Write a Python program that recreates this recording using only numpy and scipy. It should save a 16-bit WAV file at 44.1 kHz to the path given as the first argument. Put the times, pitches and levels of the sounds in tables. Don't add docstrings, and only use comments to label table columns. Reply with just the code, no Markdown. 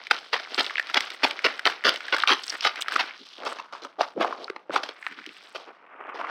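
import sys
import numpy as np
from scipy import signal
from scipy.fft import rfft, irfft, next_fast_len
from scipy.io import wavfile

SR = 44100
rng = np.random.default_rng(int(sys.argv[2]) if len(sys.argv) > 2 else 0)


def transcribe(u):
    v = np.clip(np.atleast_2d(u).T, -1, 1)
    q = np.round(v * 32767).astype(np.int16)
    wavfile.write(sys.argv[1], SR, q)


N = 277810

# (time [s], collapse length [s], packed snow [dB], crust [dB], ice crystals [dB],
# roll of the sole re the crunch [dB, before the grit trim])
LANDINGS = [(0.11, 0.0058, -26.5, -18, -18, -19), (0.329, 0.015, -28.5, -21, -24.5, -12),
            (0.578, 0.03, -29, -23, -22.5, -13), (0.941, 0.0034, -42, -20.5, -17.5, -23),
            (0.967, 0.013, -28.5, -17.5, -19.2, -15.5), (1.232, 0.02, -25, -19, -20, -15.5),
            (1.443, 0.025, -23.5, -18, -22.5, -18.5), (1.654, 0.02, -25.5, -18, -19.5, -17.5),
            (1.846, 0.047, -26, -19, -20.5, -15.5), (2.125, 0.023, -28, -19, -26.5, -12.5),
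            (2.273, 0.023, -36, -18.5, -22.5, -34), (2.299, 0.039, -27.5, -19.5, -21, -38),
            (2.644, 0.032, -28.5, -20, -22.5, -39), (2.957, 0.0041, -35.5, -29, -30, -5.5),
            (2.993, 0.019, -33, -22.5, -25, -16), (3.452, 0.026, -33.5, -29, -34.5, -6.5),
            (3.586, 0.016, -47, -32, -41.5, -27), (3.725, 0.0073, -42.5, -35.5, -44, -4),
            (3.82, 0.038, -41.7, -45.5, -42.5, -14), (4.008, 0.0088, -24.5, -23.5, -26.5, -18),
            (4.205, 0.024, -23, -23.5, -32, -7.5), (4.498, 0.00283, -53, -27.5, -42, -33.5),
            (4.562, 0.0028, -37, -30.5, -41, -37), (4.759, 0.0046, -27, -19, -26, -12.5),
            (4.833, 0.0058, -36, -30, -28.5, -20.5), (4.889, 0.0025, -38, -32.5, -30.5, -39),
            (5.548, 0.016, -35, -34.5, -37, -11.5), (6.142, 0.019, -39, -49, -49.5, -14),
            (6.194, 0.022, -38, -37, -56, -12)]
# (frequency [Hz], density [dB per Hz])
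FIZZ_SPECTRUM = [(3500, -40.5), (6000, -0.5), (8000, 7), (11000, -2.5), (16000, -3.5)]


def crunches():
    lead_s = 0.008
    out = np.zeros(N)
    t = np.arange(SR // 8) / SR - lead_s
    for s, length_s, *levels_db, _ in LANDINGS:
        touch_db = np.where(t < 0, -13 + 2200 * t, 0)
        load = amp(touch_db - 1.5 * np.clip(1 - t / length_s, 0, 1))
        after_s = np.maximum(t - length_s, 0)
        debris = amp(-14 - 60 * after_s / 0.15) * np.sqrt(length_s / 0.0097)
        settling = amp(-60 * after_s / 0.0051) + debris
        cracks = fractures(len(t), rate_hz=4000, spread_db=3.5, dust=0.34)
        cracks = load * settling * jolts(len(t), rate_hz=447.6, depth_db=2.5) * cracks
        collapse = (t > 0) & (t < length_s + 0.0005)
        for db, burst in zip(levels_db, materials(bounced(cracks, share=0.37), cushion_at(s))):
            collapse_rms = np.sqrt(np.mean(burst[collapse] ** 2))
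            add(out, s - lead_s, burst * amp(db) / collapse_rms)
    return out


def fractures(size, rate_hz, spread_db, dust):
    count = int(rate_hz * size / SR) + 1
    when, pitch, life, strength, turn = rng.random((count, 5)).T[:, :, None]
    t = np.arange(SR // 300) / SR
    hz = 350 + 11000 * pitch ** 2
    cycles = 3.0 + 7 * life
    peak = amp(spread_db * np.minimum(-np.log(1 - strength), 3.5))
    peak = peak * np.minimum(hz, 4000) ** 0.83 / np.sqrt(cycles)
    chips = peak * np.cos(2 * np.pi * (hz * t + turn)) * amp(-60 * hz * t / cycles)
    places = (when * size).astype(int) + np.arange(len(t))
    cracks = np.bincount(places.ravel(), chips.ravel(), size)[:size]
    return unit(cracks) + dust * rng.standard_normal(size)


def jolts(size, rate_hz, depth_db):
    knots = rng.standard_normal(int(size * rate_hz / SR) + 2).clip(-2, 2)
    return amp(depth_db * np.interp(np.arange(size) * rate_hz / SR, np.arange(len(knots)), knots))


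def materials(cracks, cushion):
    # (frequency [Hz], density [dB per Hz])
    snow_spectrum = [(60, -28.5), (160, -25), (270, -3.5), (400, -1), (540, 1), (710, 3), (900, -4),
                     (1500, -40.5), (4000, -92)]
    bare_spectrum = [(300, -42.5), (700, -20), (1000, -9), (1400, 1.5), (1750, -2.5), (2100, -1),
                     (2650, -6), (3400, -21), (7000, -60.5)]
    covered_spectrum = [(300, -47), (700, -19), (930, -2.5), (1180, 3.5), (1500, -3), (2050, -17.5),
                        (2650, -21), (3400, -37.5), (7000, -41)]
    crystal_spectrum = [(1000, -47), (2200, -15.5), (3000, 5), (3900, 4.5), (5000, 2), (7000, -2.5),
                        (16000, -28)]
    share = np.clip(cushion, 0, 1)
    bare = unit(coloured(cracks, bare_spectrum))
    covered = unit(coloured(cracks, covered_spectrum))
    crust = (1 - share) * bare + share * covered
    fizz = amp(-11.5 - 2.6 * share) * unit(coloured(cracks, FIZZ_SPECTRUM))
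    crystals = unit(coloured(cracks, crystal_spectrum)) + fizz
    return unit(coloured(cracks, snow_spectrum)), crust, crystals


def bounced(x, share):
    out = x.copy()
    for delay_s, sign in zip(rng.uniform(0.0004, 0.0025, 3), rng.choice([-1, 1], 3)):
        add(out, delay_s, sign * share * x)
    return out


def cushion_at(s):
    # (time [s], share [0-1])
    cover_points = [(0, 0.17), (3.1, 0.12), (3.45, 0.55), (3.7, 0.79), (4.6, 0.48), (4.8, 0.63),
                    (5.05, 0.2), (5.4, 0.05), (5.6, 0.57), (6.3, 0.58)]
    return np.clip(np.interp(s, *np.transpose(cover_points)), 0, 1)


def snaps(plates):
    # (frequency [Hz], density [dB per Hz])
    edge_spectrum = [(300, -22), (1200, -15), (3000, 7), (5000, 0), (8000, -5.5), (16000, -13)]
    out = np.zeros(N)
    t = np.arange(SR // 25) / SR

    def sized(x):
        return unit(x) * np.sqrt(0.008 / t[-1])

    for s, db, hz, edge_db in plates:
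        cracks = fractures(len(t), rate_hz=4000, spread_db=3.5, dust=0.56)
        stutter = amp(-60 * t / 0.014) * cracks
        blow = 0.76 * stutter / np.linalg.norm(stutter)
        blow[0] += 1
        t60_s = 0.00088 + 5 / hz
        ring = np.sin(2 * np.pi * hz * t) * amp(-60 * t / t60_s) * (1 - np.exp(-t * hz / 0.95))
        plate = signal.fftconvolve(blow, np.diff(ring, prepend=0))[:len(t)]
        edge = coloured(amp(-60 * t / 0.015) * cracks, edge_spectrum)
        add(out, s, amp(db) * (sized(plate) + amp(edge_db - 1.0) * sized(edge)))
    return out


def stray_snaps(on_crust, on_crystals):
    count = int(14 * N / SR)
    place, size = rng.uniform(-0.89, 1, (count, 2)).T
    at = ((np.arange(count) + (place + 1) / 2) / count * (N - 1)).astype(int)
    cover = cushion_at(at / SR)
    db = 20 * np.log10(on_crust[at]) + 3.5 - 9 * cover
    hz = 1890 * 2 ** (0.34 * size - 0.62 * cover)
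    edge_db = -9 + 20 * np.log10(on_crystals[at] / on_crust[at])
    return list(zip(at / SR, db, hz, edge_db))


def pushes():
    # (mid time [s], length [s], level before the swell [dB])
    shifts = [(3.222, 0.072, -51.5), (4.191, 0.08, -29), (4.214, 0.053, -37), (4.707, .03, -33),
              (5.119, 0.07, -52), (5.188, 0.078, -50), (5.289, 0.072, -48.5)]
    # (frequency [Hz], density [dB per Hz])
    push_spectrum = [(80, -41), (180, -8.5), (290, 2), (400, -4), (600, -17), (1200, -38), (3000, -69)]
    out = np.zeros(N)
    t = np.arange(SR // 8) / SR
    for s, length_s, db in shifts:
        weight = np.sin(np.pi * np.minimum(t / length_s, 1))
        cracks = fractures(len(t), rate_hz=1500, spread_db=5.5, dust=0.34)
        add(out, s - length_s / 2, amp(db) * weight * unit(coloured(cracks, push_spectrum)))
    return out


def sole_load():
    # (time [s], packed snow [dB], crust [dB], ice crystals [dB])
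    shuffle = [(0, -59.5, -49.5, -55.5), (0.3, -60, -52, -47.5), (0.5, -60, -44, -47),
               (1.1, -53, -42.5, -45.5), (1.8, -53.5, -43, -50), (2.5, -59, -47.5, -45),
               (3.08, -58, -41, -66), (3.2, -76, -60, -49.5), (3.4, -63, -56, -49.5),
               (3.66, -69, -52.5, -67), (3.88, -66, -53, -80), (4.66, -58, -59.5, -72),
               (4.98, -61.5, -49, -65), (5.2, -79, -49.5, -53.5), (5.42, -61.5, -53.5, -52),
               (5.8, -64, -55, -78), (6.05, -49, -42.5, -103), (6.3, -42.5, -32.5, -51)]
    # (start [s], length [s], packed snow [dB], crust [dB], ice crystals [dB])
    scuffs = [(0.026, 0.065, -72, -47, -46), (0.478, 0.092, -47, -51, -43), (0.945, 0.04, -28.5, -26, -33),
              (2.168, .07, -58, -40.5, -37.5), (2.504, 0.068, -44.5, -36, -42),
              (2.618, 0.038, -46, -31, -27.5), (2.71, 0.13, -52, -40.5, -44.5),
              (2.866, 0.17, -41, -35.5, -36.5), (3.369, 0.19, -38, -41.5, -62),
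              (3.982, 0.04, -24.5, -33.5, -40), (4.012, 0.044, -67, -30.5, -44),
              (4.173, 0.067, -31, -36, -50), (4.34, 0.17, -42.5, -49, -51), (4.714, 0.081, -31, -27, -32.5),
              (5.658, 0.081, -47, -46, -73), (5.987, 0.035, -41, -43, -87), (6.081, 0.037, -45, -34, -80),
              (6.135, 0.12, -42.5, -47, -52.5)]
    lifts = [0.088, 0.3, 1.189, 1.365, 1.63, 1.81, 3.955, 4.155, 4.66, 4.815]
    hush_db = [-2.5, -6, -5]
    hush_s = 0.12
    t = np.arange(N) / SR

    knots_s, *levels_db = np.transpose(shuffle)
    standing = amp([np.interp(t, knots_s, db) for db in levels_db])
    power = (standing * jolts(N, rate_hz=20, depth_db=1)) ** 2

    fade = amp(-119.5 * t[:SR // 2]) ** 2
    for s, length_s, *levels_db, roll_db in LANDINGS:
        for material, db in zip(power, levels_db):
            add(material, s + length_s, amp(db + roll_db) ** 2 * fade)

    for s, length_s, *levels_db in scuffs:
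        power += np.outer(amp(levels_db) ** 2, swell(s, length_s) ** 2)

    lifted = sum(swell(s - hush_s / 2, hush_s) ** 2 for s in lifts)
    return np.sqrt(power) * amp(np.outer(hush_db, lifted))


def swell(s, length_s):
    return np.sin(np.pi * np.clip((np.arange(N) / SR - s) / length_s, 0, 1))


def grinding(load):
    bed = fractures(N, rate_hz=3500, spread_db=0.0, dust=0.24) * jolts(N, rate_hz=130, depth_db=3.5)
    grains = fractures(N, rate_hz=420, spread_db=5.5, dust=0)
    layers = materials(unit(bed) + 0.56 * grains, cushion_at(np.arange(N) / SR))
    return amp(1.6) * np.sum(load * layers, axis=0)


def splinters(on_crystals):
    # (start [s], length [s], level at the peak of the swell [dB])
    sprays = [(0.52, 0.16, -43), (1.12, 0.05, -41.5), (1.94, 0.075, -54), (2.369, 0.23, -40.5),
              (2.805, .03, -27), (3.41, .17, -49.5), (4.96, 0.18, -54.5), (5.33, .3, -58.5),
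              (5.54, 0.045, -55)]
    ticks = fractures(N, rate_hz=1100, spread_db=5, dust=0.3) * jolts(N, rate_hz=93, depth_db=6.5)
    underfoot = on_crystals * amp(-11.5 - 8.5 * cushion_at(np.arange(N) / SR))
    flicked = sum(amp(db) * swell(s, length_s) for s, length_s, db in sprays)
    return np.hypot(underfoot, flicked) * unit(coloured(ticks, FIZZ_SPECTRUM))


def snow_tinted(x):
    share = cushion_at(np.arange(N) / SR)
    tinted = coloured(x, [(5000, -2), (8000, 6.0), (11000, 1), (15000, -2)])
    return (1 - share) * x + share * tinted


def yard(x):
    # (frequency [Hz], t60 [s])
    decay = [(200, 0.4), (1500, 0.17), (5000, 0.13), (12000, 0.48)]
    hz, t, bins = signal.stft(rng.standard_normal(SR // 2), SR, nperseg=256)
    bins = bins * amp(-60 * t / along(decay, hz)[:, None])
    tail = signal.istft(bins, SR, nperseg=256)[1]
    tail = coloured(tail, [(200, -4.0), (1300, 5.5), (3000, -8), (10000, -2.5)])
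    out = np.zeros(N)
    add(out, 0.014, signal.fftconvolve(x, tail / np.linalg.norm(tail)))
    return out


def still_air():
    # (frequency [Hz], density [dB per Hz])
    air_spectrum = [(30, -8), (120, -6), (250, 0), (900, -5), (2500, -14), (6000, -26), (16000, -40)]
    return amp(-68) * unit(coloured(rng.standard_normal(N), air_spectrum))


def amp(db):
    return 10 ** (np.asarray(db) / 20)


def unit(x):
    return x / np.sqrt(np.mean(x ** 2) + 1e-20)


def along(points, hz):
    f, v = np.transpose(points)
    return np.interp(np.log(hz + 1), np.log(f + 1), v)


def coloured(x, points):
    size = 4096
    cepstrum = irfft(np.log(amp(along(points, np.fft.rfftfreq(size, 1 / SR)))))
    cepstrum[1:size // 2] *= 2
    cepstrum[size // 2 + 1:] = 0
    return signal.oaconvolve(x, irfft(np.exp(rfft(cepstrum))))[:len(x)]


def add(track, s, sound):
    start = max(round(s * SR), 0)
    part = track[start:start + len(sound)]
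    part += sound[:len(part)]


def scene():
    # (time [s], level before the snap trim [dB], pitch [Hz],
    # sharp edge re plate before a 1 dB cut [dB])
    placed_snaps = [(0.0691, -31.5, 2200, -2.5), (0.1108, -11.5, 1484, -23), (0.3424, -30, 1530, -23),
                    (0.3622, -27, 1920, -22), (0.5454, -28.5, 4500, -4), (0.6644, -27.5, 3130, -3),
                    (0.6977, -29.5, 1841, -16), (0.707, -29.5, 1240, -13), (0.756, -23, 1980, -25),
                    (0.7698, -30, 2874, -21), (0.7814, -19.5, 1970, -20), (0.7969, -17.5, 1780, -10),
                    (0.8989, -31.5, 1540, -4), (1.0064, -24.5, 2020, 1), (1.1029, -36, 2400, 6),
                    (1.2495, -16.5, 730, -26), (1.3097, -26.5, 2460, 2.5), (1.3912, -26.5, 2040, -6.5),
                    (1.4473, -22.5, 1580, -11.5), (1.5937, -26, 1670, -4), (1.6764, -17, 1430, -19.5),
                    (1.6992, -26, 1170, -3), (1.839, -25.5, 1840, -4.5), (1.9594, -34.5, 2378, 7.5),
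                    (2.006, -31, 1680, -4.5), (2.0826, -28, 1740, -6), (2.1654, -23.5, 1470, -2.5),
                    (2.1837, -25.5, 1450, -3), (2.2015, -26, 3180, -13.5), (2.2225, -28, 3580, -5),
                    (2.2362, -13.5, 1290, -15), (2.275, -17.5, 2920, -16), (2.4361, -33.5, 4800, -7.5),
                    (2.4402, -34, 4830, -11), (2.4805, -29.5, 5630, -4.5), (2.4974, -24, 5500, -18),
                    (2.5025, -25, 5100, -18), (2.5259, -32, 1610, -10), (2.6085, -29.5, 5170, 0.5),
                    (2.675, -23.5, 1460, -13), (2.758, -31, 1900, 0.5), (2.8128, -37, 2980, 8),
                    (2.8219, -33, 3060, 9), (2.8832, -22, 1330, -4.5), (2.9213, -24.5, 1380, -6),
                    (2.961, -14, 1330, -10.5), (3.1094, -35, 2040, -13), (3.4341, -35, 1279, -10),
                    (3.5236, -29.5, 1220, -21), (3.7506, -32.5, 1000, -23), (3.8494, -31, 1148, -9),
                    (4.0095, -15, 683, -38), (4.1636, -27, 380, -47), (4.1696, -33, 368, -37),
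                    (4.1765, -24.5, 490, -39), (4.2466, -17.5, 890, -20), (4.3261, -24, 1040, -26),
                    (4.4434, -33, 4340, -25), (4.4804, -32, 1340, -20), (4.4995, -27, 372, -11.5),
                    (4.6962, -25.5, 530, -31), (4.7057, -30, 1370, -28), (4.762, -16.5, 1150, -17.5),
                    (5.0265, -35, 1840, -12), (5.0661, -23, 1600, -20), (5.123, -38, 1960, -6),
                    (5.1888, -36.5, 1520, -13), (5.217, -44, 1900, -13), (5.256, -41, 1790, -19),
                    (5.2629, -47, 2980, 11.5), (5.2913, -39, 2600, -11.5), (5.3671, -44.5, 2430, -10),
                    (6.0926, -37, 1190, -27.5), (6.202, -31.5, 1000, -19), (6.2134, -25.5, 1140, -21),
                    (6.2473, -28, 1200, -31)]
    load = sole_load()
    _, on_crust, on_crystals = load
    landings = crunches() + pushes()
    grit = snow_tinted(grinding(load) + splinters(on_crystals))
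    plates = amp(-0.5) * snaps(placed_snaps + stray_snaps(on_crust, on_crystals))
    boots = snow_tinted(landings + plates)
    return (boots + amp(-18) * yard(boots) + grit + still_air())[None]


def record(dry):
    # (frequency [Hz], gain [dB])
    mic_response = [(20, -48), (110, -13), (165, -0.5), (240, -1.5), (5200, -1.5), (6100, -8),
                    (6850, -12.5), (7100, -21), (7400, -10.5), (9000, -12), (9500, -21.5), (9900, -12.5),
                    (16000, -12.5)]
    x = coloured(dry[0], mic_response)
    ceiling, hardness = 0.54, 8
    x = x / (1 + np.abs(x / ceiling) ** hardness) ** (1 / hardness)
    top_hz = 16200
    size = next_fast_len(N)
    passed = np.fft.rfftfreq(size, 1 / SR) < top_hz
    return irfft(rfft(x, size) * passed, size)[None, :N]


dry = scene()
out = record(dry)
transcribe(out)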